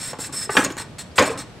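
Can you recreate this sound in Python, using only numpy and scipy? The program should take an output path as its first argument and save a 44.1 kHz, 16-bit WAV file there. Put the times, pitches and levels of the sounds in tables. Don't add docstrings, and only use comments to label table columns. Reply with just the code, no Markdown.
import sys
import numpy as np
from scipy import signal
from scipy.fft import rfft, irfft
from scipy.io import wavfile
from scipy.ndimage import uniform_filter1d

SR = 44100
rng = np.random.default_rng(int(sys.argv[2]) if len(sys.argv) > 2 else 0)


def master_out(mix):
    frames = np.transpose(np.atleast_2d(mix))
    ceiling = np.clip(frames, -1, 1)
    pcm = np.round(ceiling * 32767).astype(np.int16)
    wavfile.write(sys.argv[1], SR, pcm)


def voltage_ratio(level):
    return 10 ** (np.asarray(level, float) / 20)


N = 70560


def evened(x):
    return x / np.sqrt(np.mean(x ** 2) + 1e-20)


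def read(points, hz):
    f, value = np.transpose(points)
    return np.interp(np.log(hz + 1), np.log(f + 1), value)


def add(mix, s, sound):
    part = mix[max(round(s * SR), 0):][:len(sound)]
    part += sound[:len(part)]


def coloured(x, points):
    size = x.shape[-1]
    gain = voltage_ratio(read(points, np.fft.rfftfreq(size, 1 / SR)))
    return irfft(rfft(x) * gain, size)


def slow(span_s):
    span = round(span_s * SR)
    return evened(uniform_filter1d(uniform_filter1d(rng.standard_normal(N), span), span))


def resonate(x, hz, width_hz):
    turn = np.exp(2j * np.pi * np.cumsum(hz * np.ones(len(x))) / SR)
    r = np.exp(-np.pi * width_hz / SR)
    return 2 * (turn * signal.lfilter([1 - r], [1, -r], x / turn)).real


def rung(x, modes):
    waver_db, waver_s, drift = 2, 0.014, 0.0048
    out = np.zeros(N)
    for hz, width_hz, db in modes:
        drive = x * voltage_ratio(waver_db * slow(waver_s))
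        moving_hz = hz * (1 + drift * slow(waver_s))
        gain = voltage_ratio(db) * np.sqrt(SR / (2 * np.pi * width_hz))
        out += gain * resonate(drive, moving_hz, width_hz)
    return out


def grit(judder_db):
    grain_db, judder_s = 2, 0.006
    level_db = grain_db * rng.exponential(1, N) + judder_db * slow(judder_s)
    return evened(rng.standard_normal(N) * voltage_ratio(level_db))


def hook():
    # (start [s], length [s], scrape [dB], steel ring [dB], squeak [dB])
    strokes = [(0, 0.12, -35, -35.5, -37), (0.187, 0.084, -34.5, -30.5, -40.5),
               (0.324, .13, -34.5, -30, -33.5), (0.503, 0.13, -35, -28.5, -36),
               (0.637, 0.003, -28, -49, -46), (0.645, 0.013, -23, -49, -38),
               (0.714, 0.0069, -50, -57.5, -50), (0.776, 0.046, -32.5, -33.5, -43),
               (0.983, 0.037, -37, -35, -46), (1.157, 0.058, -37.5, -31, -44),
               (1.178, 0.021, -27, -39, -55), (1.217, 0.018, -26, -45, -43),
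               (1.252, 0.028, -32, -28.5, -35.5), (1.301, 0.028, -36, -41, -48),
               (1.374, 0.048, -37, -37, -43), (1.402, 0.0069, -48, -50, -41.5)]
    # (frequency [Hz], level [dB per Hz])
    scrape = [(300, -13.5), (600, -9), (1900, -2.5), (3050, -11.5), (4200, -5.5), (6200, -10.5),
              (8500, -3.5), (11000, -26), (15800, -54)]
    # (frequency [Hz], width [Hz], level [dB])
    plate = [(1490, 93, -13), (1836, 200, -8.5), (2330, 20, -13), (2685, 30, -14), (3600, 510, -8),
             (4235, 68, -9.5)]
    # (frequency [Hz], width [Hz], level [dB])
    steel = [(6780, 81, -19), (7420, 69, -4), (7660, 61, -1.5), (7840, 80, -2), (8060, 77, -0.5),
             (8510, 85, -2), (8910, 80, -10.5), (9540, 88, -15), (10160, 87, -12.5), (11090, 68, -12),
             (12300, 98, -28), (13800, 110, -40)]
    # (time [s], frequency [Hz])
    squeak_pitch = [(.12, 5400), (.34, 5358), (.45, 5230), (.50, 5330), (.53, 5450), (.592, 5520),
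                    (.596, 5950), (.625, 6140), (.63, 5400)]
    # (frequency [Hz], width [Hz], level [dB])
    singing = [(8010, 60, -2), (8200, 65, 1.5), (8540, 70, -6)]
    bite_s, lift_t60_s = 0.00051, 0.053
    arch_depth_db = np.array([[1.5], [5], [4.5]])
    ring_judder_db, hiss_judder_db, squeak_judder_db = 5 - 3, 1.5, 4.5

    t = np.arange(N) / SR
    power = np.zeros((3, N))
    for start, length, *levels_db in strokes:
        u = t - start
        arch_db = arch_depth_db * (np.sin(np.pi * np.clip(u / length, 0, 1)) - 1)
        lift_db = -60 * np.clip(u - length, 0, 1) / lift_t60_s
        shape = np.clip(u / bite_s, 0, 1) * voltage_ratio(arch_db + lift_db)
        power += (shape * voltage_ratio(np.array(levels_db))[:, None]) ** 2
    hiss, ring, squeak = np.sqrt(power)

    hz = np.interp(t, *np.transpose(squeak_pitch))
    shaky_hz = hz * (1 + 0.0061 * slow(0.00243))
    pure = 0.84 * voltage_ratio(squeak_judder_db * slow(0.0089)) * np.sin(2 * np.pi * np.cumsum(shaky_hz) / SR)
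    rough = rung(squeak * grit(ring_judder_db), [(hz, 53, -6)] + singing)

    hiss = hiss * voltage_ratio(1.4 * slow(0.017)) * grit(hiss_judder_db)
    metal = rung(hiss, plate) / 2 + rung(ring * grit(ring_judder_db), steel) / 2
    return 2 * coloured(hiss, scrape) + metal + squeak * pure + rough


def panel(blows, modes, clatter_db):
    # (frequency [Hz], level [dB per Hz])
    clatter = [(60, -11), (200, -13), (500, -3), (1500, 6.5), (3000, 6.5), (6000, 0.5), (10000, -3),
               (15000, -14)]
    # (frequency [Hz], t60 [s])
    clatter_t60 = [(80, 0.089), (300, 0.22), (1000, 0.17), (3000, 0.055), (8000, 0.11)]
    rattle_share, cut_hz = 0.69, 134
    out, t = np.zeros(N), np.arange(SR // 2) / SR
    ms = t[:2048] * 1000
    for s, db, contact_ms, rattle_ms in blows:
        ring = np.zeros(len(t))
        for hz, mode_db, t60 in modes:
            c, d = rng.uniform(-1, 1, 2)
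            tone = np.sin(2 * np.pi * hz * (1 + 0.03 * c * d) * t)
            ring += np.sign(d) * voltage_ratio(mode_db - 60 * t / t60 + 4.1 * c) * tone

        hz, u, z = signal.stft(rng.standard_normal(len(t)), SR, nperseg=256)
        decay_db = -60 * u / read(clatter_t60, hz)[:, None]
        z = z * voltage_ratio(read(clatter, hz)[:, None] + decay_db)
        dense = signal.istft(z, SR, nperseg=256)[1][:len(t)]
        body = ring / 2 + voltage_ratio(clatter_db) * dense

        push = ms * np.exp(-ms / (contact_ms / 2))
        rattle = rng.standard_normal(2048) * np.exp(-ms / rattle_ms)
        force = rattle_share * rattle / np.linalg.norm(rattle) + (ms == 0)
        sound = signal.fftconvolve(signal.fftconvolve(force, push)[:2048], body)
        add(out, s, voltage_ratio(db) * sound / (3 * np.std(sound[:SR // 50])))
    return signal.sosfilt(signal.butter(3, cut_hz, "high", fs=SR, output="sos"), out)


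def chute_fall():
    # (time [s], peak [dB], contact [ms], rattle [ms])
    blows = [(1.1808, -8.5, 0.083, 1.8), (1.1845, -3.5, 0.082, 7.3), (1.193, -6.5, 0.12, 6.8),
             (1.202, -10.5, 0.87, 5.2), (1.214, -10, 0.27, 2), (1.224, -12, 0.26, 7.2),
             (1.236, -21, 0.1, 4.8), (1.257, -21.5, 0.34, 8.4), (1.277, -20.5, 0.34, 11),
             (1.292, -24, 0.1, 4), (1.312, -22.5, 0.39, 17), (1.335, -26.5, 0.33, 6.5),
             (1.355, -25, 0.55, 16), (1.375, -30, 0.26, 4.5), (1.39, -29, 0.9, 32)]
    # (frequency [Hz], level [dB], t60 [s])
    modes = [(287, -0.5, 0.056), (464, -8, .05), (524, -4.5, 0.042), (611, -6, 0.044), (840, -8, 0.037),
             (1050, 0.5, 0.057), (1085, -5.5, 0.11), (1587, -2, 0.048), (1863, -16, 0.042),
             (2330, -0.5, .06), (2627, -4, .05), (3100, -3, 0.054), (3500, -7, 0.044)]
    return panel(blows, modes, clatter_db=3.5)


def cover_knocks():
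    # (time [s], peak [dB], contact [ms], rattle [ms])
    blows = [(.132, -23, 0.26, 3.3), (.190, -25, 0.57, 3.9), (.293, -29.5, 0.77, 3.7),
             (.335, -29.5, 0.13, 10), (.552, -16, 0.37, 22), (.5682, -2.5, 0.084, 2.4),
             (.577, -12.5, 1, 2.1), (.592, -10.5, 0.3, 1.4), (.622, -20, 0.71, 5), (.641, -33, 0.2, 9.6),
             (.648, -19.5, 0.2, 7.1), (.663, -20, 0.9, 6.4), (.702, -26, 0.032, 5), (.768, -25.5, 0.2, 21),
             (.8, -25.5, 0.74, 5.3)]
    # (frequency [Hz], level [dB], t60 [s])
    modes = [(261, -6.5, 0.058), (342, -4.5, 0.07), (505, -1.5, 0.047), (858, 2, 0.032), (1110, 0.5, 0.093),
             (1194, -14, 0.051), (1553, 3, 0.047), (1765, -1.5, 0.054), (2150, -3, 0.068), (2678, 3, 0.04),
             (3200, 1, 0.03)]
    return panel(blows, modes, clatter_db=1.5)


def finger_taps():
    # (time [s], peak [dB], contact [ms], rattle [ms])
    taps = [
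        (.4932, -19.5, 0.18, 1),
        (.4955, -16, 0.21, 1),
    ]
    # (frequency [Hz], level [dB], t60 [s])
    hollow = [(410, -9, .03), (820, -3, .03), (1190, 1.5, .022), (1530, -7, .05), (2200, -14, .03),
              (2780, -14, .03)]
    return panel(taps, hollow, clatter_db=-14)


def booms():
    # (time [s], length [s], peak [dB], frequency [Hz])
    swells = [(.472, .01, -34.5, 380), (.494, .014, -25, 827), (.497, 0.01, -26, 394),
              (1.182, 0.0089, -17, 3100), (.505, 0.025, -32, 1950), (.525, .02, -32, 1750),
              (.572, 0.019, -22, 200), (.577, 0.011, -19, 830), (.568, 0.01256, -11, 1670),
              (.569, .006, -19, 443), (.576, 0.0083, -19.5, 408), (.589, 0.012, -14.5, 295),
              (.618, 0.0094, -41, 1580), (.634, 0.02, -25.5, 263), (.652, 0.031, -36.5, 2658),
              (.661, 0.0095, -22, 555), (.678, 0.014, -33, 261.2), (.706, 0.013, -27, 330),
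              (1.183, 0.033, -24, 103.3), (1.185, 0.01, -10.5, 1105), (1.195, 0.013, -10.5, 512),
              (1.21, 0.0067, -11, 514), (1.22, 0.011, -9.5, 519), (1.25, 0.029, -28, 1090),
              (1.27, 0.0204, -25, 622), (1.297, 0.03, -24.5, 465), (1.337, 0.0044, -37, 1050),
              (.985, 0.029, -39.5, 4240), (1.38, 0.048, -42, 4240), (1.408, 0.0066, -38, 195),
              (.236, 0.025, -38, 2652), (.196, 0.028, -44, 4420)]
    out = np.zeros(N)
    for s, length, db, hz in swells:
        u = np.arange(0, 1, 1 / (length * 1.27 * SR))
        swell = np.sin(np.pi * u ** 0.55) ** 2
        add(out, s, voltage_ratio(db) * swell * np.sin(2 * np.pi * hz * np.arange(len(u)) / SR))
    return out * (1 + 0.34 * slow(0.0026))


def clinks():
    # (time [s], peak [dB], frequency [Hz], t60 [s])
    touches = [(0.104, -39, 9900, 0.01), (0.133, -36, 6960, 0.016), (.282, -48, 6600, 0.035),
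               (0.642, -18, 8500, 0.012), (0.648, -14.5, 6860, 0.023), (0.716, -40, 11360, 0.0081),
               (.723, -30.5, 6970, 0.029), (0.769, -29, 7200, 0.0087), (.945, -68, 11000, .006),
               (1.193, -13.5, 6900, 0.023), (1.225, -21, 6700, 0.03), (1.242, -24.5, 7120, 0.04),
               (1.391, -30.5, 6180, 0.031)]
    out, t = np.zeros(N), np.arange(4096) / SR
    for s, db, hz, t60 in touches:
        pair = np.sin(2 * np.pi * hz * t) + 0.65 * np.sin(2 * np.pi * hz * 0.96 * t)
        tick = 0.44 * uniform_filter1d(rng.standard_normal(4096), size=2) * voltage_ratio(-60 * t / 0.017)
        add(out, s, voltage_ratio(db) * (pair * voltage_ratio(-60 * t / t60) + tick))
    return out


def hinge():
    # (time [s], length [s], from [Hz], to [Hz], level [dB])
    chirp = (1.095, 0.045, 4100, 5350, -56)
    s, length, low_hz, high_hz, db = chirp
    u = np.arange(0, 1, 1 / (length * SR))
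    hz = low_hz + (high_hz - low_hz) * u
    rub = resonate(resonate(rng.standard_normal(len(u)), hz, 200), hz, 200)
    out = np.zeros(N)
    add(out, s, voltage_ratio(db) * np.sin(np.pi * u ** 2) * evened(rub))
    return out


def near_width(near):
    # (frequency [Hz], side against mid [dB])
    width = [(300, -57), (1500, -60), (2500, -28), (4000, -16), (9000, -16), (14000, -13.5)]
    smear = rng.standard_normal(512) * np.exp(-np.arange(512) / 150)
    side = coloured(signal.fftconvolve(near, smear / np.linalg.norm(smear))[:N], width)
    return np.array([side, -side])


def yard(near):
    level_db, t60_s, dull_hz, echoes_per_s = -14, 0.34, 4500, 2000
    t = np.arange(SR // 2) / SR
    hits = rng.random((2, len(t))) < echoes_per_s / SR
    taps = rng.standard_normal((2, len(t))) * hits * voltage_ratio(-60 * t / t60_s) * (t > 0.004)
    taps = signal.lfilter(*signal.butter(1, dull_hz, fs=SR), taps + 1.23 * taps[::-1])
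    echoes = signal.fftconvolve(near[None], taps / np.linalg.norm(taps[0]), axes=1)[:, :N]
    return voltage_ratio(level_db) * (echoes.mean(0) + 0.051 * (echoes - echoes[::-1]))


def air():
    # (frequency [Hz], level [dB per Hz])
    hum = [(30, -49), (55, -11), (120, 2), (200, -6.5), (600, -12), (1300, -20), (4000, -26), (9000, -36.5),
           (15800, -53)]
    # (frequency [Hz], left-right correlation [0-1])
    likeness = [(60, 1), (240, 0.81), (950, 0.69), (3770, 0.134), (15000, 0.053)]
    hz = np.fft.rfftfreq(1024, 1 / SR)
    a, b, c, d = rng.standard_normal((4, 513, N // 256 + 5))
    same = np.clip(read(likeness, hz), -1, 1)[:, None]
    left = a + 1j * b
    right = same * left + np.sqrt(1 - same ** 2) * (c + 1j * d)
    z = np.array([left, right]) * voltage_ratio(read(hum, hz))[:, None]
    return voltage_ratio(-41) * evened(signal.istft(z, nperseg=1024, noverlap=768)[1][:, :N])


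def scene():
    knocks = finger_taps() + cover_knocks() + chute_fall()
    near = hook() + knocks + clinks() + hinge() + booms()
    return near + near_width(near) + yard(near) + air()


def low_pass(x):
    return signal.sosfilt(signal.butter(12, 15900, fs=SR, output="sos"), x)


def record(dry):
    limit = 1.25
    soft = limit * np.tanh(dry / limit)
    edge = signal.firwin(511, 15850, window=("kaiser", 9), fs=SR)
    mix = signal.oaconvolve(soft, edge[None], "same")
    return low_pass(mix)


dry = scene()
out = record(dry)
master_out(out)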